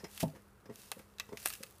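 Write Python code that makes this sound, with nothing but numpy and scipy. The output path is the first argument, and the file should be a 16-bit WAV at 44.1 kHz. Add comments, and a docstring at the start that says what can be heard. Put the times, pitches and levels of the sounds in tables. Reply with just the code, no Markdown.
"""A hydraulic press slowly crushes an apple in a workshop, over low room noise and a faint hum.
A pump stroke knocks through the steel frame and pushes the ram on: juice fizzes out of the flesh,
the skin cracks, and at about 0.23 s the fruit gives way and the frame thuds. The piston returns softly.
A second stroke near 0.7 s brings weaker fizz and a few single cracks. After the third, near 1.3 s,
the cracks crowd together, then thin out as the piston returns once more."""
import sys
import numpy as np
from scipy import signal
from scipy.fft import rfft, irfft, next_fast_len
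from scipy.io import wavfile

SR = 44100
rng = np.random.default_rng(int(sys.argv[2]) if len(sys.argv) > 2 else 0)


def output_pcm(signal):
    """Save a mono or channel-first signal as 16-bit PCM at the path in sys.argv[1].

    Samples are clipped to [-1, 1] before scaling.
    """
    pcm = np.clip(np.atleast_2d(signal).T, -1, 1) * 32767
    wavfile.write(sys.argv[1], SR, np.round(pcm).astype(np.int16))


N = 79380
T = np.arange(N) / SR
SIZE = next_fast_len(N + SR // 2)
HZ = np.maximum(np.fft.rfftfreq(SIZE, 1 / SR), 1)
CUTOFF_HZ = 15200


def from_db(db):
    """Amplitude ratio of a level in decibels."""
    return 10 ** (np.asarray(db) / 20)


def unit_energy(x):
    """Normalisation to an energy of 1."""
    return x / np.sqrt(np.sum(x ** 2) + 1e-20)


def unit_rms(x):
    """Normalisation to an rms of 1."""
    return unit_energy(x) * np.sqrt(len(x))


def decay(t60):
    """Exponential damping: 60 dB in t60 seconds."""
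    return np.exp(-np.minimum(np.log(1000) * T / t60, 40))


def spectrum_db(points):
    """Spectral envelope through (Hz, dB) points, interpolated in log frequency."""
    hz, db = np.transpose(points)
    return np.interp(np.log(HZ), np.log(hz), db)


def resonance(hz, half_width_hz):
    """Lorentzian resonance curve of height 1."""
    return 1 / (1 + ((HZ - hz) / half_width_hz) ** 2)


def colour(x, db):
    """Minimum-phase filtering: folding the cepstrum makes the given spectrum causal."""
    cepstrum = irfft(np.log(from_db(db)), SIZE)
    cepstrum[1:SIZE // 2] *= 2
    cepstrum[SIZE // 2 + 1:] = 0
    return irfft(rfft(x, SIZE) * np.exp(rfft(cepstrum)), SIZE)[:N]


def butterworth(x, hz, kind, order):
    """Maximally flat low- or high-pass filtering."""
    return signal.sosfilt(signal.butter(order, hz, kind, fs=SR, output="sos"), x)


def add(out, start_s, x):
    """Superposition of x on out from start_s on."""
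    start = int(start_s * SR)
    out[start:] += x[:N - start]


def ringing(modes):
    """Modal impulse response: damped sinusoids of alternating sign."""
    return sum((-1) ** k * from_db(db) * decay(t60) * np.sin(2 * np.pi * hz * T)
               for k, (hz, db, t60) in enumerate(modes))


def struck(blows, modes):
    """Impact excitation: a softer blow has a lower corner frequency and excites fewer high modes."""
    out, ring = np.zeros(N), ringing(modes)
    for start_s, db, corner_hz in blows:
        add(out, start_s, from_db(db) * butterworth(ring, corner_hz, "low", order=2))
    return out


def background():
    """Low room noise and a hum that wavers by random amplitude and frequency modulation."""
    # Each row: frequency in Hz, relative level in dB.
    air_spectrum = [(20, -40), (45, -5.5), (65, -0.5), (100, -1), (140, -8.5), (280, -15), (430, -8),
                    (650, -17.5), (1300, -15.5), (2500, -29), (5000, -40.5), (15000, -39.5)]
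    hum_hz, waver_hz, waver_db = 201.7, 1.62, 3.5
    air, waver = rng.standard_normal((2, SIZE))
    air = irfft(rfft(air) * from_db(spectrum_db(air_spectrum)), SIZE)[:N]
    waver = unit_rms(irfft(rfft(waver) * resonance(0, waver_hz), SIZE)[:N])
    phase = 2 * np.pi * np.cumsum(hum_hz + waver_hz * waver) / SR
    hum = from_db(waver_db * waver) * np.sin(phase)
    return from_db(-63.5) * unit_rms(air) + from_db(-69) * unit_rms(hum)


def reverberation(x, t60):
    """Reflections from the block walls build a diffuse field that decays exponentially."""
    # Each row: frequency in Hz, gain in dB.
    room_spectrum = [(60, -8), (500, -0.5), (1000, 2.5), (2300, 3), (5000, -2.5), (15000, 6.5)]
    build_s = 0.0062
    tail = unit_energy(rng.standard_normal(N) * decay(t60) * (1 - np.exp(-T / build_s)))
    return signal.fftconvolve(x, colour(tail, spectrum_db(room_spectrum)))[:N]


def linkage():
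    """The pump linkage rattles: damped noise bursts, with the free vibration of a small steel part."""
    # Each row: start in seconds, noise level in dB, its t60 in seconds, level of the steel ring in dB.
    rattles = [(0, -57.5, 0.15, -56), (0.042, -42.5, 0.068, -44.5), (0.349, -56, 0.16, -73),
               (0.358, -57, 0.042, -76), (.656, -55.5, 0.064, -62.5), (.695, -57.5, 0.17, -70),
               (.981, -54.5, 0.045, -78), (.994, -51.5, 0.043, -76), (1.2895, -54, .05, -64),
               (1.326, -49.5, .05, -70)]
    # Each row: frequency in Hz, relative level in dB.
    rattle_spectrum = [(100, 2.5), (400, 2.5), (1000, -3), (1500, -8.5), (1880, 0.5), (2300, -9.5),
                       (3200, -14), (6000, -17), (15000, -24.5)]
    # Each row: frequency in Hz, level in dB, t60 in seconds.
    steel_modes = [(5108, 0.5, 0.032), (5155, -3.5, 0.095), (5670, -3, .04)]
    attack_s = 0.0015
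    out, steel = np.zeros(N), ringing(steel_modes)
    for start_s, db, t60, steel_db in rattles:
        noise = unit_rms(colour(rng.standard_normal(N), spectrum_db(rattle_spectrum)))
        envelope = (1 - np.exp(-T / attack_s)) * decay(t60)
        add(out, start_s, from_db(db) * noise * envelope / envelope.max() + from_db(steel_db) * steel)
    return out


def piston_returns():
    """Soft impacts excite the piston's modes as it returns."""
    # Each row: start in seconds, level in dB, corner frequency in Hz.
    blows = [(.334, -50.5, 497), (.363, -53, 704), (.9665, -46, 480), (.9955, -51, 905),
             (1.604, -45.5, 494), (1.632, -52.5, 865)]
    # Each row: frequency in Hz, level in dB, t60 in seconds.
    piston_modes = [(125, -14, 0.089), (210, 2, 0.036), (410, -4.5, 0.041), (480.4, -2, 0.093),
                    (546, 0.5, 0.058)]
    return struck(blows, piston_modes)


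def pump_knocks():
    """Structure-borne sound: each pump stroke knocks through the steel."""
    # Each row: start in seconds, level in dB, corner frequency in Hz.
    blows = [(.0325, -40.5, 603), (.0425, -38.5, 313), (.6615, -53, 1000), (.6895, -39.5, 383),
             (.6975, -38, 646), (.706, -35, 197), (.786, -55, 600), (1.291, -49, 1000), (1.3195, -40, 760),
             (1.3295, -36, 715), (1.351, -65, 445)]
    # Each row: frequency in Hz, level in dB, t60 in seconds.
    pump_modes = [(131, -10.5, 0.067), (222.6, -3.5, 0.046), (310, -4.5, 0.034), (409.6, 1.5, 0.053),
                  (476, 2, 0.024), (671, -16, 0.15), (953, -5, 0.025), (1164, -10, 0.041)]
    return struck(blows, pump_modes)


def frame_thud():
    """Transient excitation: the frame's low modes ring as the apple gives way."""
    # Each row: start in seconds, level in dB, corner frequency in Hz.
    blows = [(.2225, -41, 304), (.2292, -16.5, 470), (.2352, -21, 950), (.2665, -26.5, 194),
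             (.2870, -37, 219)]
    # Each row: frequency in Hz, level in dB, t60 in seconds.
    frame_modes = [(101, -21, 0.014), (149, -10, 0.14), (155.5, 0.5, 0.033), (222, -11.5, 0.088),
                   (264.1, -8.5, 0.16), (343, -11.5, 0.02), (423, -9.5, 0.047), (537, -13.5, 0.036),
                   (640, -6, 0.07), (788, -12, 0.031), (909, -9.5, 0.041)]
    return struck(blows, frame_modes)


def press_bed(x):
    """Resonances of the press bed colour the sound of the fruit."""
    # Each row: centre in Hz, half-width in Hz, gain at the centre in dB.
    bands = [(436, 150, 4.5), (772, 51, 3.4), (1167, 20, 4.6), (1700, 114, 3.9), (1900, 44, 0.75),
             (2696, 95, 4.76), (9400, 210, -0.5)]
    return colour(x, sum(db * resonance(hz, half_width) for hz, half_width, db in bands))


def juice():
    """Shot noise: countless cells burst as tiny grains over a fine hiss, one swell per pump stroke."""
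    # Each row: time in seconds, level in dB.
    swells = [(0, -62.5), (.065, -70), (0.104, -59.5), (.165, -52.5), (.196, -53.5), (0.204, -38),
              (0.234, -45.5), (.252, -65.5), (.32, -68.5), (.55, -76.5), (.70, -75.5), (.745, -62.5),
              (.80, -57), (.88, -60), (.93, -66), (1.0, -65), (1.06, -71.5), (1.18, -72.5), (1.36, -66.5),
              (1.385, -56), (1.45, -51), (1.468, -48), (1.50, -51), (1.545, -53.5), (1.58, -59.5),
              (1.65, -62), (1.71, -65.5), (1.8, -70)]
    # Each row: frequency in Hz, relative level in dB.
    fizz_spectrum = [(200, -34), (700, -4.5), (1200, -5), (2600, -0.5), (4500, 1.5), (7000, 0.5),
                     (10000, 2.5), (15000, -1.5)]
    grains_per_s, spread_db, grain_t60, hiss_share = 1000, 4, 0.006, 0.6
    sizes = from_db(spread_db * np.minimum(rng.exponential(1, N), 5)) * rng.choice([-1, 1], N)
    onsets = rng.random(N) < grains_per_s / SR
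    # Incoherent grains add in power.
    power = np.abs(signal.fftconvolve((sizes * onsets) ** 2, decay(grain_t60) ** 2)[:N])
    grains = unit_rms(np.sqrt(power) * rng.standard_normal(N))
    fizz = np.sqrt(1 - hiss_share) * grains + np.sqrt(hiss_share) * rng.standard_normal(N)
    times, db = np.transpose(swells)
    return from_db(np.interp(T, times, db)) * unit_rms(colour(fizz, spectrum_db(fizz_spectrum)))


def cavity(fundamental_hz):
    """Cavity resonance: a fresh split rings as a small hollow."""
    # Each row: multiple of the fundamental, spectral peak in dB, cycles to decay by 60 dB.
    partials = [(1, 10, 17.2), (2, 1, 66), (3.4, 3.5, 90)]
    modes = []
    for ratio, peak_db, cycles in partials:
        hz = ratio * fundamental_hz
        t60 = cycles / hz
        resonant_gain = t60 * SR / (2 * np.log(1000))
        if hz < CUTOFF_HZ:
            modes.append((hz, peak_db - 20 * np.log10(resonant_gain), t60))
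    return ringing(modes)


def cracks():
    """Fracture of skin and flesh: a snap, then the flesh, the cavity and the steel bed plate ring."""
    # Each row: start in seconds, level in dB, high-pass corner in Hz (big cracks tend to reach lower),
    # cavity fundamental in Hz, treble gain in dB, t60 of the flesh in seconds.
    fractures = [(0.1479, -41, 3500, 11000, 8.5, 0.016), (0.1772, -20.5, 1920, 3220, 2, 0.053),
                 (0.204, -19.5, 2440, 2470, 5, 0.036), (0.2063, -14.5, 1990, 9350, -13, 0.031),
                 (0.2139, -18, 2250, 2700, -9, 0.048), (0.2314, -21.5, 880, 3240, 1, 0.079),
                 (0.2811, -33.5, 2500, 3900, 4, 0.037), (.3012, -42, 2500, 4500, -9, .02),
                 (0.758, -30.5, 2000, 6000, 3.5, 0.023), (.9167, -10.5, 586, 832, 1, 0.045),
                 (0.9355, -40, 980, 10900, 4, 0.019), (.9925, -35, 1210, 2240, 6, 0.031),
                 (1.1846, -23.5, 1530, 4000, -9, 0.06), (1.1986, -5, 1520, 1138, -11.5, 0.044),
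                 (1.3721, -15, 1590, 836, -8, 0.04), (1.4005, -31, 1800, 2980, 7, 0.03),
                 (1.4386, -39.5, 2000, 9500, 11, .02), (1.4546, -32, 2000, 9900, 14, 0.018),
                 (1.4558, -23, 1810, 9400, -5, 0.0053), (1.4586, -6.5, 290, 1624, 6.5, 0.041),
                 (1.4668, -33.5, 2000, 12300, 16, 0.01), (1.472, -17, 1200, 2750, 5, 0.065),
                 (1.4749, -26.5, 1510, 9300, 14, 0.038), (1.4857, -35.5, 2500, 9400, 22.5, 0.0098),
                 (1.4967, -28, 2500, 9600, 9, 0.034), (1.5023, -15.5, 1110, 1320, 0, 0.037),
                 (1.5132, -32, 1500, 9000, -3, 0.035), (1.527, -23.5, 2030, 2780, 6, 0.094),
                 (1.5355, -20, 2000, 2600, -4, 0.037), (1.5373, -22, 2050, 2700, 7.5, 0.041),
                 (1.5528, -27, 1310, 2670, 2, 0.027), (1.6298, -24.5, 1760, 1900, -1, 0.034),
                 (1.6341, -16.5, 1800, 1253, 0.5, 0.03), (1.6648, -39, 1770, 2600, 7, 0.016),
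                 (1.709, -40.5, 2490, 3300, 11.5, 0.026), (1.784, -43, 2410, 9500, 3, .015)]
    # Each row: frequency in Hz, relative level in dB, t60 in seconds.
    plate_modes = [(322, -16, 0.025), (422, 6, 0.053), (642, 10, 0.071), (1222, 11, 0.066),
                   (1400, -9, 0.037), (1590, -5.5, 0.017), (1906, 3, 0.038), (2030, 1.5, 0.092),
                   (2250, -22, 0.097), (2600, 13, 0.051), (2675, -11, .05), (3600, -38, 0.049),
                   (9640, -9, 0.077)]
    snap_rise_s, snap_t60 = 0.0001, 0.0031
    snap_envelope = decay(snap_t60) * (1 - np.exp(-T / snap_rise_s))
    treble_shelf = 1 / (1 + (6500 / HZ) ** 4)
    plate = from_db(-11.5) * unit_energy(ringing(plate_modes))
    out = np.zeros(N)
    for start_s, db, low_hz, cavity_hz, treble_db, t60 in fractures:
        snap_noise, flesh_noise = rng.standard_normal((2, N))
        snap = from_db(-3) * unit_energy(snap_noise * snap_envelope)
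        flesh = from_db(2) * butterworth(unit_energy(flesh_noise * decay(t60)), 4070, "low", order=1)
        crack = butterworth(snap + flesh + plate + cavity(cavity_hz), low_hz, "high", order=2)
        add(out, start_s, colour(crack, db + treble_db * treble_shelf))
    return out


def scene():
    """Superposition of the direct sound of fruit and press, their reverberation and the background."""
    fruit = press_bed(cracks() + juice())
    press = frame_thud() + pump_knocks() + piston_returns() + linkage()
    press = butterworth(press, 69, "high", order=3)
    fruit_tail = from_db(-19) * reverberation(fruit, t60=0.31)
    press_tail = from_db(-10.5) * reverberation(press, t60=0.19)
    return (fruit + press + fruit_tail + press_tail + background())[None]


def record(dry):
    """Band limiting: an elliptic low-pass cuts the highest treble steeply."""
    return signal.sosfilt(signal.ellip(10, .2, 70, CUTOFF_HZ, fs=SR, output="sos"), dry)


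dry = scene()
out = record(dry)
output_pcm(out)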